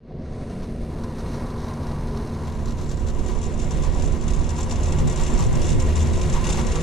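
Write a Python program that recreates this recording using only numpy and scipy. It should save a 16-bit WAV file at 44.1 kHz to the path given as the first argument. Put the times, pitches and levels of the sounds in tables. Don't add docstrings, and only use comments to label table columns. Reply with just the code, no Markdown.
import sys
import numpy as np
from scipy import signal
from scipy.io import wavfile
from scipy.ndimage import uniform_filter1d

SR = 44100
rng = np.random.default_rng(int(sys.argv[2]) if len(sys.argv) > 2 else 0)


def file_out(sig):
    cols = np.atleast_2d(sig).T
    lim = np.clip(cols, -1, 1)
    pcm = np.round(lim * 32767).astype(np.int16)
    wavfile.write(sys.argv[1], SR, pcm)


def ratio(d):
    e = np.asarray(d, float) / 20
    return 10 ** e


N = 300762
T = np.arange(N) / SR
STRAND_HZ = 80
RUMBLE_DB, RUMBLE_SHARE = -26.5, 0.4


def evened(x):
    return x / np.sqrt(np.mean(x ** 2) + 1e-20)


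def read(points, hz):
    f, value = np.transpose(points)
    return np.interp(np.log(hz + 1), np.log(f + 1), value)[:, None]


def curve(rows, col, t=T):
    rows = np.array(rows)
    return np.interp(t, rows[:, 0], rows[:, col])


def slow(rate_hz):
    return evened(signal.lfilter(*signal.butter(2, rate_hz, fs=SR), rng.standard_normal(N)))


def ringing(modes):
    out = rng.standard_normal((2, N))
    for hz, width, db in modes:
        r = np.exp(-np.pi * width / SR)
        pole = r * np.exp(2j * np.pi * hz / SR)
        ring = signal.lfilter([1 - r], [1, -pole], rng.standard_normal((2, N)))
        out = out + ratio(db + 18.5) * 2 * ring.real
    return out


# [t/s, share of the pair 0-1]
OPEN_SHARE = [(0, 0), (2.37, 0), (2.5, .3), (2.8, .55), (3.3, 1), (6.82, 1)]
# [f/Hz, likeness 0-1]
LIKENESS_ONE = [(11400, 1), (11900, 0.51), (13500, 0.33), (15000, 0.74)]
# [f/Hz, likeness 0-1]
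LIKENESS_PAIR = [(60, 0.6), (160, 0.75), (270, 0.86), (440, 0.91), (730, 0.78), (1050, 0.56), (1500, 0.14),
                 (2100, 0.61), (3000, 0.61), (4300, 0.83), (5200, 0.51), (7300, 0.79), (8400, 0.062),
                 (10000, 0.083), (13000, .03)]
# [f/Hz, level/dB]
LEFT_LOUDER = [(60, -0.5), (270, 1.5), (440, 3), (730, 2.5), (1050, 5.5), (1500, 2.5), (2100, 0),
               (4300, 5.5), (5200, 4), (6300, 5.5), (7300, 2.5), (8400, -7), (13000, -2.5)]
# [f/Hz, phase/rad]
LEFT_AHEAD = [(60, 0), (1050, .38), (1500, -.9), (2800, -.24), (4300, .08), (6300, .65), (8400, 1.3),
              (13000, 1.3)]


def ports(pair, one, two, band, size, tilt=None, lean=None, same=None):
    overlap = size * 3 // 4
    hz, t, (a, b) = signal.stft(pair, SR, nperseg=size, noverlap=overlap)
    share = np.clip(curve(OPEN_SHARE, 1, t), 0, 1)
    power = (1 - share) * ratio(2 * read(one, hz)) + share * ratio(2 * read(two, hz))
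    colour_db = 10 * np.log10(power)
    if tilt is not None:
        octaves = np.log2(np.maximum(hz[:, None] / band[1], 1))
        colour_db = colour_db + np.interp(t, T, tilt) * octaves
    inside = (hz > band[0]) & (hz < band[1])
    colour = ratio(colour_db) / np.sqrt(np.sum(ratio(2 * colour_db[inside]), 0) / len(hz))
    pair_like = read(LIKENESS_PAIR, hz) if same is None else same
    like = np.clip((1 - share) * read(LIKENESS_ONE, hz) + share * pair_like, -1, 1)
    lean_db = share * read(LEFT_LOUDER, hz) if lean is None else np.interp(t, T, lean)
    left = ratio(lean_db / 2)
    shared = like * np.exp(-1j * share * read(LEFT_AHEAD, hz)) / left
    own = np.sqrt(1 - like ** 2) / left
    middle = np.sqrt(abs(left + shared) ** 2 + own ** 2) / 2
    z = np.array([left * a, shared * a + own * b]) * colour / middle
    return signal.istft(z, SR, nperseg=size, noverlap=overlap)[1][:, :N]


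# [t/s, level/dB]
GUST_LEVEL = [(0, -45), (0.12, -41), (0.6, -36), (1.7, -34.5), (2.1, -29), (2.45, -35), (3.12, -23.5),
              (3.48, -29), (4.02, -20.5), (4.2, -26.5), (4.38, -20.5), (4.56, -31.5), (4.92, -25),
              (5.25, -22.5), (5.64, -24), (5.82, -21), (6.0, -27.5), (6.4, -23.5), (6.82, -25.5)]
# [f/Hz, level/dB per Hz]
WIND_COLOUR = [(7.1, -21), (12, 7), (81, -3.5), (150, -20.5), (178, -13), (226, -16.5), (366, -19.5),
               (400, -17), (520, -23.5), (880, -120)]
# [t/s, level/dB]
WIND_LEAN = [(0, 0), (2.3, 0), (2.7, -6), (3.3, -12), (4.4, -12), (4.55, -3), (5.4, -4), (6.4, -5),
             (6.82, -2)]


def wind():
    gust_db = curve(GUST_LEVEL, 1)
    lumps = rng.standard_normal((2, N)) * ratio(gust_db + 0.94 * slow(9.8))
    tilt = -2 - 0.34 * (gust_db + 31)
    return ports(lumps, WIND_COLOUR, WIND_COLOUR, (15, 60), size=4096, tilt=tilt,
                 lean=curve(WIND_LEAN, 1), same=0.64)


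# [t/s, nearness of the tower level/dB, load on the wheels level/dB]
RIDE_COURSE = [(0, -14, -12), (0.14, -22, -10), (0.25, -14.5, -8), (0.36, -13.5, -7), (0.6, -10.5, -7),
               (0.76, -14.5, -11), (0.88, -11, -7), (0.96, -11, 0.5), (1.2, -8, -1.5), (1.6, -8.5, 2.5),
               (2.55, -9, 1), (2.85, -10, -3), (3.35, -6, -1), (3.75, -4, -4.5), (4.4, -4, 1),
               (4.75, -3, -0.5), (5.2, -1, 0), (6.55, 1.5, -4), (6.82, 2.5, -0.5)]
# [f/Hz, level/dB per Hz]
RUMBLE_COLOUR = [(29, -23.5), (50, 1), (70, -2), (105, -2.5), (147, -5.5), (189, -6.5), (232, -9),
                 (291, -10.5), (366, -12.5), (401, -14), (770, -20.5), (1000, -74), (1690, -120)]
# [f/Hz, width/Hz, level/dB]
FRAME_MODES = [(84, 10, -21), (95.3, 2.9, -20.5), (143, 4, -11), (155.9, 4, -12), (182.6, 1.3, -18),
               (230.2, 6, -11), (592, 103, -19.5), (732, 3.7, -13.5)]
# [f/Hz, level/dB per Hz]
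WHIRR_COLOUR = [(460, -26), (780, -3), (903, -2), (1010, -3), (1230, -12.5), (1700, -17), (2210, -46),
                (3740, -120)]
# [f/Hz, width/Hz, level/dB]
WHEEL_MODES = [(964, 38, -13), (1018, 43, -11), (1142.4, 17, -7.5), (1405, 21, -14.5), (1243, 8, -10.5),
               (1618, 13, -11)]
# [f/Hz, level/dB per Hz]
HISS_COLOUR_ONE = [(710, -24), (1200, -0.5), (1650, -4), (1770, -3), (1890, -5), (2060, -7), (2170, -5.5),
                   (3110, -12.5), (4090, -8.5), (5100, -12.5), (6300, -14), (7200, -21), (8200, -17),
                   (8930, -14), (12800, -28), (15000, -33)]
# [f/Hz, level/dB per Hz]
HISS_COLOUR_PAIR = [(710, -19), (1200, -1), (1500, -1.5), (2360, -3), (2800, -3.5), (3110, -5.5),
                    (3600, -3.5), (4790, -9.5), (5610, -6.5), (7310, -7), (8300, -11.5), (9000, -15.5),
                    (9600, -13), (10300, -16.5), (12700, -24), (14200, -29), (15000, -80)]
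# [f/Hz, width/Hz, level/dB]
TOWER_MODES = [(1913, 61, -14.5), (2175, 48, -15), (2808, 59, -15), (6260, 50, -16), (6450, 34, -14),
               (7250, 79, -13)]


def rope():
    flicker = slow(8.5)
    near_db, load_db = curve(RIDE_COURSE, 1), curve(RIDE_COURSE, 2)
    rumble_db = RUMBLE_DB + RUMBLE_SHARE * near_db - 4.5 + 1.0 * flicker
    rumble = ringing(FRAME_MODES) * ratio(rumble_db)
    whirr_db = -40.5 + 0.47 * near_db + load_db - 5.0 + 0.82 * flicker
    whirr = ringing(WHEEL_MODES) * ratio(whirr_db)
    throb_db = 1.2 * np.cos(2 * np.pi * STRAND_HZ * T)
    hiss_db = -40.5 + near_db - 3.0 + 0.84 * flicker + throb_db + 0.75 * slow(60)
    hiss = ringing(TOWER_MODES) * ratio(hiss_db)
    return (ports(rumble, RUMBLE_COLOUR, RUMBLE_COLOUR, (90, 700), size=2048)
            + ports(whirr, WHIRR_COLOUR, WHIRR_COLOUR, (800, 1400), size=1024)
            + ports(hiss, HISS_COLOUR_ONE, HISS_COLOUR_PAIR, (1600, 11000), size=512))


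# [t/s, level/dB]
STRAND_LEVEL = [(0, -61), (0.9, -45), (2.0, -35), (2.2, -51), (2.4, -29.5), (3.0, -34), (3.4, -29),
                (3.6, -33.5), (3.9, -28), (4.2, -34), (4.6, -26.5), (5.0, -22.5), (5.2, -39), (5.4, -28),
                (5.75, -26.5), (6.0, -17), (6.3, -30), (6.82, -27.5)]
DRIVE_PITCHES = [142.7, 156, 226.8, 232.4, 259, 363.7, 433.1, 516]
# [level/dB against the rumble, single-port change/dB, change under the tower/dB and /Hz]
DRIVE_LEVELS = [(-16, 2.5, -2, 0), (-14.5, -5, 2.5, 0), (-15, 1.5, -4.5, 0), (-18.5, 1.5, 1, 0),
                (-23, 2, -1, 0), (-16, -4, 1, 0), (-21, 0, -2, 0), (-24, 1.5, 3.5, 3)]


def tones():
    share = curve(OPEN_SHARE, 1)
    apart = np.array([[1], [-1]]) * share
    turns = np.cumsum(STRAND_HZ + 1.3 * slow(3.4)) / SR
    strand_amp = ratio(curve(STRAND_LEVEL, 1) + 1.5 + 0.85 * slow(5.8))
    out = strand_amp * np.sin(2 * np.pi * turns + 0.15 * apart * slow(3.5))
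    rumble_db = uniform_filter1d(RUMBLE_DB + RUMBLE_SHARE * curve(RIDE_COURSE, 1), SR // 2)
    under = np.clip((T - 3.6) / (5.2 - 3.6), 0, 1)
    for hz, (db, one_db, under_db, shift_hz) in zip(DRIVE_PITCHES, DRIVE_LEVELS):
        turns = np.cumsum(hz + shift_hz * under + 0.3 * slow(1.5)) / SR
        waver_db = 1.2 * slow(3.5)
        tone_db = rumble_db + db + 5.5 + one_db * (1 - share) + under_db * under + waver_db
        out = out + ratio(tone_db) * np.sin(2 * np.pi * turns + 0.16 * apart * slow(3.3))
    return out


# [t/s, peak level/dB, time to fade by 60 dB/s]
KNOCK_EVENTS = [(0.164, -39, .05), (0.62, -33, 0.15), (0.67, -33, .05), (0.984, -37, .06),
                (1.037, -32, 0.058), (1.269, -36, 0.06), (1.832, -37, 0.16), (2.473, -28.5, 0.13),
                (3.286, -26, 0.12), (3.706, -27, 0.13), (3.829, -32.5, 0.72), (4.579, -27.5, 0.33),
                (4.72, -25, 0.062), (4.989, -29.5, 0.32), (5.074, -23, 0.063), (5.186, -28, 0.47),
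                (5.39, -25.5, 0.3), (5.799, -28, 0.21), (5.959, -25, 0.12), (6.339, -26, 0.45),
                (6.45, -25.5, 0.37), (6.497, -18.5, 0.068), (6.54, -23.5, 0.13), (6.574, -22.5, 0.28),
                (6.754, -24, 0.14)]
# [f/Hz, level/dB per Hz]
KNOCK_COLOUR = [(400, -36), (800, 13), (1050, 8.5), (1500, -1), (2200, -0.5), (2900, -4.5), (4200, -1.5),
                (6500, -19.5)]


def knocks():
    power = np.zeros(N)
    for s, db, t60 in KNOCK_EVENTS:
        start = round(s * SR)
        after = T[:min(SR // 2, N - start)]
        fade = ratio(2 * db - 120 * after / max(t60, .03))
        power[start:start + len(after)] += fade * (1 - np.exp(-after / 0.01))
    dull = ratio(-11.5) * np.sqrt(power) * ringing(WHEEL_MODES + TOWER_MODES)
    return ports(dull, KNOCK_COLOUR, KNOCK_COLOUR, (800, 3000), size=512)


# [t/s, spread/s, f/Hz, peak level/dB]
GROAN_EVENTS = [(2.165, 0.053, 410, -34.5), (7.8, 0.026, 1025, -34.5), (6.375, 0.024, 935, -35),
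                (6.43, .06, 1030, -36), (6.78, 0.074, 480, -33.5), (6.2, 0.043, 1030, -39),
                (5, 0.096, 156, -30), (4.95, 0.059, 105, -29.5), (5.08, 0.072, 143, -26.5),
                (5.51, 0.083, 120, -24), (6.9, 0.083, 154, -26), (6.62, .07, 82, -26.5),
                (6.63, 0.078, 200, -33), (6.62, 0.09, 235, -33), (5.0, 0.042, 170, -32.5),
                (2.95, .1, 146, -33), (1.0, 0.052, 86, -28.5), (0.59, 0.075, 180, -33),
                (2.2, 0.031, 310, -39), (4.2, .04, 330, -36)]


def groans():
    shake = 0.93 * slow(28)
    out = np.zeros(N)
    for s, spread, hz, db in GROAN_EVENTS:
        swell = np.exp(-((T - s) / spread) ** 2 / 2)
        phase = 2 * np.pi * hz * T + min(hz / 900, 1) * shake
        out = out + ratio(db) * swell * np.sin(phase)
    return out


def train(events):
    s, db = np.transpose(events)
    return np.bincount(np.round(s * SR).astype(int), ratio(2 * db), N)[:N]


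# [t/s, length/s, peak level/dB, every second
# strand level/dB]
CHATTER_BURSTS = [(0.605, 0.045, -50, 0), (1.002, 0.047, -57, -13), (1.182, 0.02, -40.5, -2),
                  (1.266, 0.13, -43.5, 2), (1.464, 0.06, -54, -10), (1.578, 0.12, -41, -2),
                  (1.817, 0.082, -44, -8), (2.071, 0.21, -43, -2), (2.27, 0.15, -45, -7),
                  (2.449, 0.17, -42, -14), (2.656, 0.056, -36, -3), (2.771, 0.1, -43.5, 4.5),
                  (2.89, 0.041, -36.5, -0.5), (2.972, 0.022, -39.5, -8), (3.072, 0.022, -38, 2),
                  (3.247, 0.13, -41.5, 3), (3.415, 0.033, -34, -3), (3.59, 0.043, -35, 1.5),
                  (3.708, 0.0066, -32.5, 0), (3.823, 0.033, -34, 0.5), (3.984, 0.094, -39, 7),
                  (4.211, 0.016, -37, -1), (4.28, 0.016, -29.5, -18), (4.322, 0.028, -40.5, 9.5),
                  (4.390, 0.085, -35.5, -22),
                  (4.491, .013, -30.5, 1.5), (4.563, 0.068, -31.5, -4), (4.695, 0.027, -34, 8),
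                (4.83, 0.05, -30.5, -2), (4.922, 0, -29.5, 13), (4.986, 0.0099, -28.5, 0),
                (5.073, 0.046, -30, -3), (5.159, 0.099, -30, 1), (5.264, 0.0053, -27, 2),
                (5.307, 0.023, -35, -2), (5.375, 0.071, -28.5, -2), (5.553, 0, -32, 0),
                (5.616, 0.11, -28.5, -1), (5.8, 0.013, -26.5, -23), (5.953, 0.065, -30.5, 1),
                (6.132, 0.046, -30.5, -2), (6.214, 0.0028, -26, 2), (6.298, 0, -33, 0),
                (6.326, 0.045, -29.5, -0.5), (6.45, 0.082, -27.5, -3), (6.53, 0.063, -27, -3),
                (6.666, 0.0015, -28, 0), (6.718, 0.00093, -28.5, 3), (6.755, 0, -27, 1.5),
                (6.805, 0, -31, -3.5)]
# [t/s, peak level/dB]
LONE_TICKS = [(0.63, -41), (0.642, -44), (0.9831, -45), (1.0091, -50), (1.0355, -35), (1.1872, -40),
              (1.265, -47), (1.2879, -47), (1.3154, -42), (1.3418, -35), (1.465, -38), (1.502, -36),
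              (1.5394, -46), (1.5653, -48), (1.5813, -42), (1.6037, -45), (1.6262, -50), (1.6421, -37),
              (1.6811, -38), (1.7354, -36), (1.8292, -39), (1.8686, -35), (1.914, -37), (2.0058, -39),
              (2.0707, -40), (2.1335, -50), (2.1714, -33.5), (2.2228, -42), (2.2727, -42), (2.2967, -45),
              (2.3351, -40), (2.4558, -40), (2.778, -38), (3.066, -36), (3.1, -36), (3.19, -36),
              (4.279, -30), (4.305, -32), (4.342, -34), (4.757, -28.5), (6.441, -22.5), (6.467, -22),
              (6.49, -23), (6.503, -21), (6.526, -23), (6.572, -28), (6.6, -29), (6.612, -28)]


def ticks():
    start, length, db, offbeat_db = np.transpose(CHATTER_BURSTS)[:, :, None]
    strand = np.arange(16)
    chance = rng.standard_normal((len(start), len(strand), 2)).transpose(2, 0, 1)
    late, luck = chance * (strand > 0)
    s = start + strand / STRAND_HZ + 0.0018 * late
    inside = np.clip((length - strand / STRAND_HZ) * STRAND_HZ + 1, 0, 1)
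    tick_db = db + offbeat_db * (strand % 2) - 0.11 * strand + 2 * luck
    strong = inside * ratio(2 * tick_db)
    bursts = np.bincount(np.round(s * SR).astype(int).ravel(), strong.ravel(), N)[:N]
    return ratio(2 * -2.5) * train(LONE_TICKS) + bursts


# [f/Hz, level/dB per Hz]
TICK_COLOUR_ONE = [(1470, 11.5), (2500, -9), (3110, -2), (4070, 10), (4760, 3.5), (5960, 6), (6430, 2),
                   (6770, -5), (7300, -5), (7690, -4), (8940, -11.5), (12500, -10.5), (15000, -30)]
# [f/Hz, level/dB per Hz]
TICK_COLOUR_PAIR = [(1470, -40), (2500, -3), (2840, -0.5), (3110, -8.5), (3480, 0), (4390, -8),
                    (5620, -1.5), (7300, -0.5), (8290, -8), (9780, -12), (13300, -37), (14100, -24),
                    (15000, -49)]


def rattle():
    t = np.arange(6000) / SR
    tail = ratio(-120 * t / 0.049) + 0.079 * ratio(-120 * t / 0.073)
    tick = (1 - np.exp(-t / 0.002)) * tail
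    power = abs(signal.oaconvolve(ticks(), tick)[:N])
    bright = ratio(-6.0) * np.sqrt(power) * ringing(TOWER_MODES)
    return ports(bright, TICK_COLOUR_ONE, TICK_COLOUR_PAIR, (3500, 9000), size=256)


# [t/s, peak level/dB]
CLIP_TAPS = [(2.4742, -43), (2.5401, -50), (2.5914, -50), (2.6408, -52), (2.6568, -38), (2.7216, -46),
             (2.7895, -48), (2.8164, -44), (2.8434, -44), (2.8803, -43), (2.8943, -36.5), (2.9197, -39),
             (2.9431, -44), (2.9706, -41), (2.995, -42), (3.0718, -42), (3.0843, -37), (3.1482, -44),
             (3.2385, -43), (3.2624, -39), (3.2844, -40), (3.3038, -40), (3.3876, -41), (3.4141, -40),
             (3.426, -39), (3.438, -35), (3.464, -33.5), (3.5004, -45), (3.5268, -46), (3.5408, -38),
             (3.5762, -39), (3.5947, -38), (3.6186, -33), (3.6431, -37), (3.667, -40), (3.7074, -29),
             (3.7428, -37), (3.7708, -37), (3.8366, -43), (3.9214, -38), (3.9474, -36), (3.9708, -41),
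             (3.9977, -40), (4.0227, -38), (4.0372, -42), (4.0591, -32), (4.0975, -50), (4.1215, -37),
             (4.1858, -48), (4.2103, -40), (4.2382, -39), (4.2801, -38), (4.339, -37), (4.3674, -49),
             (4.3923, -44), (4.4128, -42), (4.4338, -41), (4.4647, -45),
             (4.4897, -37), (4.5047, -33), (4.5561, -39), (4.5646, -38), (4.583, -31), (4.607, -28),
             (4.6303, -25), (4.6963, -33), (4.7092, -32), (4.723, -25.5), (4.8075, -37), (4.834, -31.5),
             (4.8804, -32.5), (4.9073, -38), (4.9233, -31), (4.9746, -36), (4.9901, -34), (5.0754, -27),
             (5.097, -26.5), (5.1253, -30), (5.1597, -29), (5.1981, -33), (5.234, -28), (5.2675, -36),
             (5.277, -33), (5.3014, -31), (5.338, -29.5), (5.3782, -39), (5.3902, -28), (5.4053, -27),
             (5.4261, -37), (5.465, -29.5), (5.5279, -32), (5.5528, -31), (5.6152, -37), (5.6426, -34),
             (5.6666, -30), (5.6915, -37), (5.7035, -25.5), (5.7978, -30), (5.8217, -29), (5.8666, -33),
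             (5.958, -28), (5.9958, -33), (6.0267, -28.5), (6.0706, -32), (6.1345, -32), (6.1759, -33),
             (6.2133, -33), (6.2971, -29), (6.3316, -33), (6.336, -27), (6.4423, -30), (6.4687, -30),
             (6.4932, -25), (6.5255, -25), (6.5725, -31), (6.6683, -30), (6.7192, -33), (6.7581, -28)]
# [f/Hz, level/dB per Hz]
PING_COLOUR = [(4800, -31), (5700, -5), (6500, -15), (6900, -3), (7300, -2), (7800, -4), (8200, -28),
               (9600, -26), (10500, -47)]


def pings():
    rise_s, t60_s = 0.0017, 0.031
    t = np.arange(4000) / SR
    shape = (1 - np.exp(-t / rise_s)) * ratio(-120 * t / t60_s)
    power = abs(signal.oaconvolve(train(CLIP_TAPS), shape)[:N])
    puffs = ratio(-2.5) * np.sqrt(power) * rng.standard_normal((2, N))
    return ports(puffs, PING_COLOUR, PING_COLOUR, (6500, 7900), size=256)


# [t/s, spread/s, peak level/dB]
SLAP_EVENTS = [
    (5.04, 0.036, -25),
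    (5.5, 0.13, -26),
    (5.748, 0.036, -24.5),
    (6.1, 0.11, -30.5),
    (6.65, 0.09, -34),
]
# [f/Hz, level/dB per Hz]
SLAP_COLOUR = [(40, -5.5), (110, 1.5), (300, -14), (520, -22), (900, -55.5)]


def buffets():
    power = sum(ratio(2 * db) * np.exp(-((T - s) / spread) ** 2) for s, spread, db in SLAP_EVENTS)
    slaps = rng.standard_normal((2, N)) * np.sqrt(power) * ratio(2.8 * slow(27) - 4.0)
    return ports(slaps, SLAP_COLOUR, SLAP_COLOUR, (60, 500), size=1024, lean=0 * T, same=-.7)


def scene():
    return wind() + rope() + tones() + knocks() + groans() + rattle() + pings() + buffets()


# [f/Hz, step level/dB against its band]
LOSS_STEPS = [
    [(7000, -14), (9500, -4), (10800, 6), (12500, 7), (14000, 8), (14600, 16)],
    [(2000, -14), (2900, 8), (4400, 8), (5200, -6), (9500, -2), (10500, 7), (14000, 8), (14600, 16)],
]
# [t/s, f/Hz]
TREBLE_LIMIT = [(0, 4300), (.1, 4330), (.2, 5000), (.27, 6500), (.36, 8500), (.55, 10500), (.8, 11800),
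                (1.05, 15300), (6.82, 15300)]
# [t/s, f/Hz]
TOP_LIMIT = [(0, 12000), (.35, 12600), (.6, 13500), (.8, 13200), (.9, 15300), (6.82, 15300)]


def starve(x):
    lead = 1024 - 303
    both = np.pad([x[0] + x[1], x[0] - x[1]], ((0, 0), (lead, 0))) / 2
    hz, t, z = signal.stft(both, SR, "cosine", nperseg=2048, noverlap=1024)
    t = t - lead / SR
    band = np.arange(len(hz)) // 16
    power = uniform_filter1d(abs(z) ** 2, size=33, axis=1)
    level = np.sqrt(abs(uniform_filter1d(power, size=4, axis=2))) + 1e-12
    luck = rng.standard_normal((2, band[-1] + 1, len(t)))
    luck = evened(uniform_filter1d(luck, size=3, axis=2))[:, band]
    closed = np.clip(curve(OPEN_SHARE, 1, t), 0, 1) - 1
    short_db = 20 * closed * np.reshape([1, .4], (2, 1, 1))
    step_db = np.array([read(table, hz) for table in LOSS_STEPS]) + short_db + 2.5 * luck
    step = level * ratio(step_db)
    z = step * np.floor(abs(z) / step + .35) * np.exp(1j * np.angle(z))
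    for limit, slope_db in ((TREBLE_LIMIT, -13.0), (TOP_LIMIT, -90.0)):
        z = z * ratio(slope_db * np.log2(np.maximum(hz[:, None] / curve(limit, 1, t), 1)))
    both = signal.istft(z, SR, "cosine", nperseg=2048, noverlap=1024)[1]
    middle, side = both[:, lead:lead + N]
    return np.array([middle + side, middle - side])


def low_pass(x):
    return signal.sosfilt(signal.butter(12, 15140, fs=SR, output="sos"), x)


def record(dry):
    start_s, start_gain, fade_s = 0.0037, 0.079, 0.11
    rise = np.clip(T / fade_s, 0, 1) ** 1.7
    fade = (T > start_s) * (start_gain + (1 - start_gain) * rise)
    mix = starve(dry * fade)
    return low_pass(mix)


dry = scene()
out = record(dry)
file_out(out)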